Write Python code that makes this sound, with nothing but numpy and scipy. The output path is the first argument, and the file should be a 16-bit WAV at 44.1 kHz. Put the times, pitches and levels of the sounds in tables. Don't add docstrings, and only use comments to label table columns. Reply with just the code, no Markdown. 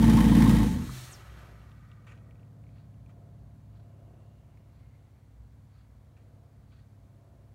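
import sys
import numpy as np
from scipy import signal
from scipy.fft import rfft, irfft, next_fast_len
from scipy.io import wavfile

SR = 44100
rng = np.random.default_rng(int(sys.argv[2]) if len(sys.argv) > 2 else 0)


def master_out(mix):
    frames = np.transpose(np.atleast_2d(mix))
    ceiling = np.clip(frames, -1, 1)
    pcm = np.round(ceiling * 32767).astype(np.int16)
    wavfile.write(sys.argv[1], SR, pcm)


N = 332514
TIME = np.arange(N) / SR

# frequency in Hz, relative density in dB.
ROOM_TONE_SPECTRUM = [(90, 0), (150, -8), (260, -12), (400, -32), (800, -23.5), (1600, -31.5),
                      (2250, -33.5), (2600, -38.5), (4600, -39.5), (4900, -43.5), (6500, -42), (15500, -50)]
# frequency in Hz, width in Hz, relative level in dB.
WORKSHOP_MODES = [(59.1, 7.4, 0.5), (75.3, 9, -5)]
# multiple of the shaft rate, first relative level in dB, level it heads for in dB.
FAN_HARMONICS = [(4, -11.5, -9.5), (6, -.5, 1), (7, -7, -6), (8, -6.5, -3), (9, -10.5, -27), (10, -16, -30),
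                 (11, -18.5, -31), (12, -15.5, -13), (14, -20, -20.5), (16, -20.5, -15.5)]
# frequency in Hz, relative density in dB.
HOUSING_SPECTRUM = [(270, -1.5), (370, -1), (420, -2.5), (470, -3), (570, -2), (620, -4.5), (700, -1),
                    (790, -17.5), (1150, -12), (1400, -15.5)]
# time in seconds, relative level in dB.
HOUSING_LEVELS = [(1.3, -65.5), (1.52, -61.5), (1.82, -75.5), (2.13, -66), (2.98, -69.5), (3.21, -63),
                  (3.63, -70.5), (4.08, -62), (4.39, -68.5), (5.75, -75), (6.43, -67.5), (6.81, -73.5),
                  (7.35, -65), (7.54, -71)]
# centre in seconds, half length in seconds, ring in Hz, level in dB.
METAL_SIZZLES = [(4.3, 0.73, 2800, -86), (4.85, 0.38, 2100, -82)]
# centre in seconds, level in dB.
SOFT_TICK_EVENTS = [(2.78, -76), (3.78, -78.5), (4.78, -80), (5.77, -77.5), (6.76, -75)]
# frequency in Hz, relative density in dB.
SOFT_TICK_SPECTRUM = [(1200, 8), (2200, 3), (3200, 0), (4500, 3.5), (5200, -12), (10000, -21)]
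# start in seconds, level in dB, decay in seconds.
SCUFF_EVENTS = [(2.068, -55, 0.051), (3.093, -65, 0.012), (6.167, -69, .04)]
# frequency in Hz, relative density in dB.
SCUFF_SPECTRUM = [(530, -42), (900, -7), (1310, -3), (1690, -5), (1810, 1), (2470, -1), (5400, -25.5),
                  (6340, -16), (14000, -38)]
# start in seconds, relative peak in dB, ring in Hz.
COOLING_TICKS = [(1.6167, -55, 2790), (1.717, -55, 2900), (1.915, -53.5, 2740), (2.0677, -52, 2540),
                 (2.1205, -51, 2300), (2.176, -55, 2380), (2.3087, -56, 2420), (2.6379, -62, 2370),
                 (2.6903, -61.5, 2270), (3.0615, -61, 2300), (4.573, -57.5, 2300), (6.1669, -62, 2460),
                 (6.7196, -63, 2650)]
# centre in seconds, half length in seconds, relative level in dB.
AIR_GULPS = [(0.683, 0.084, -50), (0.97, 0.16, -51)]
# frequency in Hz, relative density in dB.
JET_SPECTRUM = [(880, -46), (1500, -3), (1860, 1.5), (2720, -0.5), (4270, 3.5), (4990, -5), (6430, 2),
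                (7820, -2.5), (15500, -9)]
# frequency in Hz, width in Hz, relative level in dB.
GAP_MODES = [(5480, 320, 0), (6600, 370, -15), (8540, 250, 0), (11640, 600, -8)]
# frequency in Hz, relative density in dB.
SEEP_SPECTRUM = [(160, -17), (280, -13.5), (360, -2), (513, -24.5), (557, -8), (1040, -7.5), (1270, -4.5),
                 (2940, -15), (3780, -19), (10500, -33), (11800, -29), (15500, -40)]
# frequency in Hz, width in Hz, relative level in dB.
INTAKE_MODES = [(1220, 84, 1), (1503, 100, -3.5), (1873, 68, -3.5), (2210, 150, -9.5)]
# pitch in Hz, centre in seconds, half length in seconds, level in dB.
PANEL_DRONES = [(126.6, 0.92, 0.16, -40.5), (243, 0.76, 0.11, -37.5), (285, 0.58, 0.11, -32),
                (78, 0.75, 0.1, -35.5), (54, 0.88, 0.084, -45)]
# frequency in Hz, width in Hz, relative level in dB.
COVER_MODES = [(885, 26, 1), (963, 82, -1.5), (1082, 31, -1), (1134, 32, -15)]
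# centre in seconds, relative level in dB.
HARD_KNOCKS = [(0.036, -32), (.186, -25.5), (.33, -28), (.425, -29.5), (.464, -24.5)]
# frequency in Hz, width in Hz, relative level in dB.
BLOCK_MODES = [(586, 18, -8), (706, 8.5, -1.5), (773, 15, -6), (872.6, 24, 0.5), (1248, 15, -5.5),
               (1388, 17, -19), (1676, 110, -10), (1854, 82, -5.5), (2100, 30, -18), (3104, 38, -13.5),
               (3768, 100, -18.5)]
# frequency in Hz, relative density in dB.
VALVE_SPECTRUM = [(600, -10.5), (780, -10), (900, -1), (1080, -7), (1200, -15), (1850, -8), (2700, -15),
                  (3160, -14), (5000, -19.5), (7800, -22.5), (9300, -20.5), (15500, -28)]
# multiple of the firing rate, relative level in dB.
EXHAUST_ORDERS = [(2, -8), (2.5, -10.5), (3, -7.5), (3.5, -6), (4, 0), (4.5, -11.5), (5, -11), (5.5, -14)]
# frequency in Hz, relative density in dB.
PUFF_SPECTRUM = [(70, -16), (115, -5.5), (180, -5.5), (220, -6), (255, -12.5), (315, -10.5), (370, -22),
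                 (425, -27), (465, -18.5), (510, -26), (560, -31.5)]

IDLE_FIRING_HZ, KEY_OFF_S, COAST_S = 55.4, .54, .55
FAN_BLADES, BLADE_FINAL_HZ, FAN_SAG_HZ, FAN_SAG_S = 6, 100.54, 8, 3.7
COOLING_FROM_S, COOLING_S = 2, .7
SEEP_FULL_S, VACUUM_GONE_S = 0.79, 1.396
CHIRP_S, CHIRP_HZ, CHIRP_REST_HZ, CHIRP_GLIDE_S = 1.133, 6650, 2490, .04
SQUEAK_HZ, SQUEAK_RISE_HZ_PER_S = 975, 5500
CUTOFF_HZ = 15750


def from_db(db):
    return np.exp(np.asarray(db) * (np.log(10) / 20))


def rms_one(x):
    return x / np.sqrt(np.mean(x ** 2) + 1e-20)


def fade(s, db_per_s):
    return from_db(-db_per_s * np.clip(TIME - s, 0, 2))


def swell(s, half_s):
    return np.exp(-np.minimum(((TIME - s) / half_s) ** 2, 30))


def ramp(s, length_s):
    return np.clip((TIME - s) / length_s, 0, 1)


def throb(hz, top_s):
    return np.cos(2 * np.pi * hz * (TIME - top_s))


def white():
    return rng.standard_normal(N)


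def drift(hz):
    r = np.exp(-80 * np.pi * hz / SR)
    slow = signal.lfilter([1], [1, -2 * r, r * r], rng.standard_normal(N // 40 + 2002))[2000:]
    return np.interp(np.arange(N) / 40, np.arange(len(slow)), rms_one(slow))


def colour(x, spectrum):
    hz, db = np.transpose(spectrum)
    size = next_fast_len(N)
    octave, points = np.log2(np.fft.rfftfreq(size, 1 / SR) + 1), np.log2(hz)
    outside = np.abs(octave - np.clip(octave, points[0], points[-1]))
    gain = from_db(np.interp(octave, points, db) - 26 * outside)
    return rms_one(irfft(rfft(x, size) * gain, size)[:N])


def resonate(x, hz, width):
    r = np.exp(-np.pi * width / SR)
    feedback = [1, -2 * r * np.cos(2 * np.pi * hz / SR), r * r]
    return signal.lfilter(np.array([1, 0, -1]) * (1 - r * r) / 2, feedback, x + 1e-18)


def body(x, modes):
    return rms_one(sum(from_db(db) * rms_one(resonate(resonate(x, hz, 1.4 * width), hz, 1.4 * width))
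                       for hz, width, db in modes))


def turn(hz):
    return 2 * np.pi * (np.cumsum(hz) / SR + rng.random())


def harmonic(phase, k):
    return k * phase + 2 * np.pi * rng.random()


def strokes(phase, decay, uneven_db):
    cycles = phase / (2 * np.pi)
    strength = from_db(uneven_db * rng.standard_normal(1024))
    burst = strength[cycles.astype(int) % len(strength)] * np.exp(-(cycles % 1) / decay)
    return burst / np.sqrt(np.mean(burst[:SR // 2] ** 2))


def contacts(cycles, alike):
    size = 3000
    pattern = rng.standard_normal(size)[(cycles % 1 * size).astype(int) % size]
    return np.sqrt(alike) * pattern + np.sqrt(1 - alike) * white()


def room(x, t60, wet_db):
    t = TIME[:SR // 3]
    tail = rms_one(rng.standard_normal(len(t)) * from_db(-60 * t / t60) * (t > .002)) / np.sqrt(len(t))
    tail = signal.sosfilt(signal.butter(2, 500, "high", fs=SR, output="sos"), tail)
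    return (x + from_db(wet_db) * signal.fftconvolve(x, tail)[:N]) / np.sqrt(1 + from_db(2 * wet_db))


def room_tone():
    level = from_db(-58.5 + 0.9 * drift(3)) + from_db(-58) * swell(1.4, 0.27)
    rumble = level * body(white(), WORKSHOP_MODES)
    return rumble + from_db(-62.5) * colour(white(), ROOM_TONE_SPECTRUM) + from_db(-84.5) * white()


def housing_rattle(shaft):
    angle = np.linspace(0, 2 * np.pi, 2048)
    one_turn = sum(from_db(-4 * (k % 2) + rng.normal(0, 2.5)) * np.sin(harmonic(angle, k))
                   for k in range(17, 64))
    return np.interp(shaft % (2 * np.pi), angle, one_turn)


def fan():
    blade_hz = BLADE_FINAL_HZ + FAN_SAG_HZ * np.exp(-TIME / FAN_SAG_S)
    shaft = turn(blade_hz * (1 + .002 * drift(3)) / FAN_BLADES)
    settled = ramp(3.6, 5.5)
    hum = sum(from_db(first + (last - first) * settled + drift(4.3))
              * np.sin(harmonic(shaft, k) + .5 * drift(0.81)) for k, first, last in FAN_HARMONICS)
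    hum_db = -57 + 7 * swell(2.88, 1.62)
    shift = TIME + .5 * drift(0.95)
    shaking = np.cos(shift) * housing_rattle(shaft) + np.sin(shift) * housing_rattle(shaft)
    buzz = from_db(-.5) * colour(shaking, HOUSING_SPECTRUM)
    buzz += from_db(-4.5) * colour(white(), HOUSING_SPECTRUM)
    buzz_db = np.interp(TIME, *np.transpose(HOUSING_LEVELS))
    return np.sqrt(2) * hum * from_db(hum_db - 1.5) + buzz * from_db(buzz_db - 1)


def sizzles():
    return sum(from_db(db + 2.2 * drift(40)) * swell(s, half) * rms_one(resonate(white(), hz, 190))
               for s, half, hz, db in METAL_SIZZLES)


def scuffs_and_soft_ticks():
    rubs = sum(from_db(db) * (TIME > s) * np.exp(-np.abs(TIME - s) / decay)
               for s, db, decay in SCUFF_EVENTS)
    pulses = sum(from_db(db) * swell(s, 0.07) for s, db in SOFT_TICK_EVENTS)
    noises = rubs * colour(white(), SCUFF_SPECTRUM) + pulses * colour(white(), SOFT_TICK_SPECTRUM)
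    return room(noises * from_db(3.35 * drift(90)), t60=0.032, wet_db=3)


def tick(s, db, hz, width_hz, snap_db, snap_s):
    t, out, at = TIME[:SR // 8], np.zeros(N), round(s * SR)
    snap = rng.standard_normal(len(t)) * np.exp(-t / snap_s)
    ring = resonate(resonate(snap, hz, width_hz), hz, 2 * width_hz)
    sound = ring + from_db(snap_db) * resonate(snap, 3800, 4000)
    out[at:at + len(t)] = from_db(db) * sound / np.abs(sound).max()
    return out


def metal_ticks():
    events = list(COOLING_TICKS)
    for wait, size, pitch in rng.random(size=(8, 3)):
        start_s = min(COOLING_FROM_S - COOLING_S * np.log(1 - wait), TIME[-SR // 4])
        events.append((start_s, -62 + 4 * (size - .5), 2420 * 2 ** (.7 * (pitch - .5))))
    cooling = sum(tick(s, db - 1, hz, width_hz=690, snap_db=-22.5, snap_s=0.0022)
                  for s, db, hz in events)
    tink = tick(s=.891, db=-37.5, hz=1190, width_hz=170, snap_db=-39, snap_s=0.0035)
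    return room(cooling + tink, t60=0.07, wet_db=-11)


def closing_chirp():
    glide = np.exp(np.minimum((CHIRP_S - TIME) / CHIRP_GLIDE_S, 1))
    hz = CHIRP_REST_HZ + (CHIRP_HZ - CHIRP_REST_HZ) * glide
    whistle = np.sqrt(2) * np.sin(turn(hz * (1 + .07 * drift(1500))))
    return whistle * from_db(-52 + 2.5 * drift(200)) * swell(CHIRP_S, 0.022)


def intake():
    build = from_db(-53.5 - 43 * np.maximum(SEEP_FULL_S - TIME, 0))
    vacuum = build * fade(SEEP_FULL_S, 7) * fade(VACUUM_GONE_S, 22)
    rush = sum(from_db(db) * swell(s, half) for s, half, db in AIR_GULPS) + from_db(-14.5) * vacuum
    jet = rush * from_db(-.6 + 0.85 * drift(40))
    jet *= colour(white(), JET_SPECTRUM) + from_db(-11) * body(white(), GAP_MODES)
    seep = vacuum * from_db(1.1 * drift(33))
    seep *= from_db(-1) * colour(white(), SEEP_SPECTRUM) + from_db(-25) * body(white(), GAP_MODES[-1:])
    hollow = body(white(), INTAKE_MODES) * from_db(-67.5 + 2 * drift(20))
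    hollow *= ramp(.2, 1) * fade(1.82, 11) * fade(2.36, 48)
    return room(jet + seep + hollow + closing_chirp(), t60=0.064, wet_db=-8.5)


def panels():
    return sum(from_db(db) * swell(s, half) * np.sqrt(2) * np.sin(turn(hz * (1 + 0.0224 * drift(17))))
               for hz, s, half, db in PANEL_DRONES)


def loose_cover(cam, load):
    shake = from_db(-40.5 + 5.5 * throb(hz=21.17, top_s=0.041)) * load
    knocks = squeaks = 0
    for s, db in HARD_KNOCKS:
        squeak_hz = SQUEAK_HZ + SQUEAK_RISE_HZ_PER_S * np.clip(TIME - s, -.05, .05)
        knocks += from_db(db - 7) * swell(s, 0.0085)
        squeaks += from_db(db - 7) * swell(s, .017) * np.sin(turn(squeak_hz))
    ring = body(contacts(cam, alike=0.47), COVER_MODES)
    return ring * (shake + knocks) + squeaks * from_db(2 * drift(120))


def valve_gear(phase, cam, surge_db):
    knocks = body(contacts(cam, alike=0.42), BLOCK_MODES)
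    knocks *= 0.55 + .5 * strokes(phase, decay=0.9, uneven_db=1.5)
    hiss = colour(contacts(cam, alike=0.29), VALVE_SPECTRUM)
    hiss *= (0.42 + 0.3 * strokes(phase, decay=1, uneven_db=2)
             + 0.24 * strokes(2 * phase, decay=1, uneven_db=8.5))
    return from_db(-34 + 1.2 * drift(14.5)) * (from_db(-3) * knocks + from_db(surge_db - 0.5) * hiss)


def exhaust(phase, speed, surge_db):
    tones = sum(from_db(db + 2.33 * drift(20)) * np.sqrt(2)
                * np.sin(harmonic(phase, k) + 0.52 * drift(6.1)) for k, db in EXHAUST_ORDERS)
    firing = fade(0.7, 40)
    puffs = colour(white(), PUFF_SPECTRUM)
    puffs *= 0.62 + 0.48 * firing * strokes(phase, decay=0.75, uneven_db=2)
    throb_db = 1.4 * firing * throb(hz=17.8, top_s=0.092)
    key_off_db = 3 * swell(KEY_OFF_S, 0.009) - 2 * ramp(KEY_OFF_S, .02)
    flow = from_db(-21.5 + surge_db + throb_db + key_off_db) * fade(KEY_OFF_S, 39.5) * np.sqrt(speed)
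    return flow * (from_db(-0.9) * tones * firing + from_db(.3 - 2.8 * firing) * puffs)


def engine():
    speed = np.maximum(1 - ramp(KEY_OFF_S, COAST_S) ** 1.8, .1)
    phase = turn(IDLE_FIRING_HZ * speed)
    cam = phase / (8 * np.pi)
    surge_db = 2 * swell(0.43, 0.093)
    boom = np.sqrt(2) * np.sin(phase) * from_db(-25.5 + drift(6)) * fade(0.63, 127)
    firings = (boom + exhaust(phase, speed, surge_db)) * fade(0.86, 49)
    load = fade(KEY_OFF_S, 39.5) * from_db(-6.5 * ramp(0.682, 0.031)) * fade(0.824, 170)
    clatter = valve_gear(phase, cam, surge_db) * load
    return firings + panels() + room(clatter + loose_cover(cam, load), t60=0.19, wet_db=-10.5)


def scene():
    mix = engine() + intake() + fan() + metal_ticks() + scuffs_and_soft_ticks() + sizzles()
    return (mix + room_tone())[None]


def record(dry):
    return signal.sosfilt(signal.ellip(12, .1, 90, CUTOFF_HZ, fs=SR, output="sos"), dry)


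dry = scene()
out = record(dry)
master_out(out)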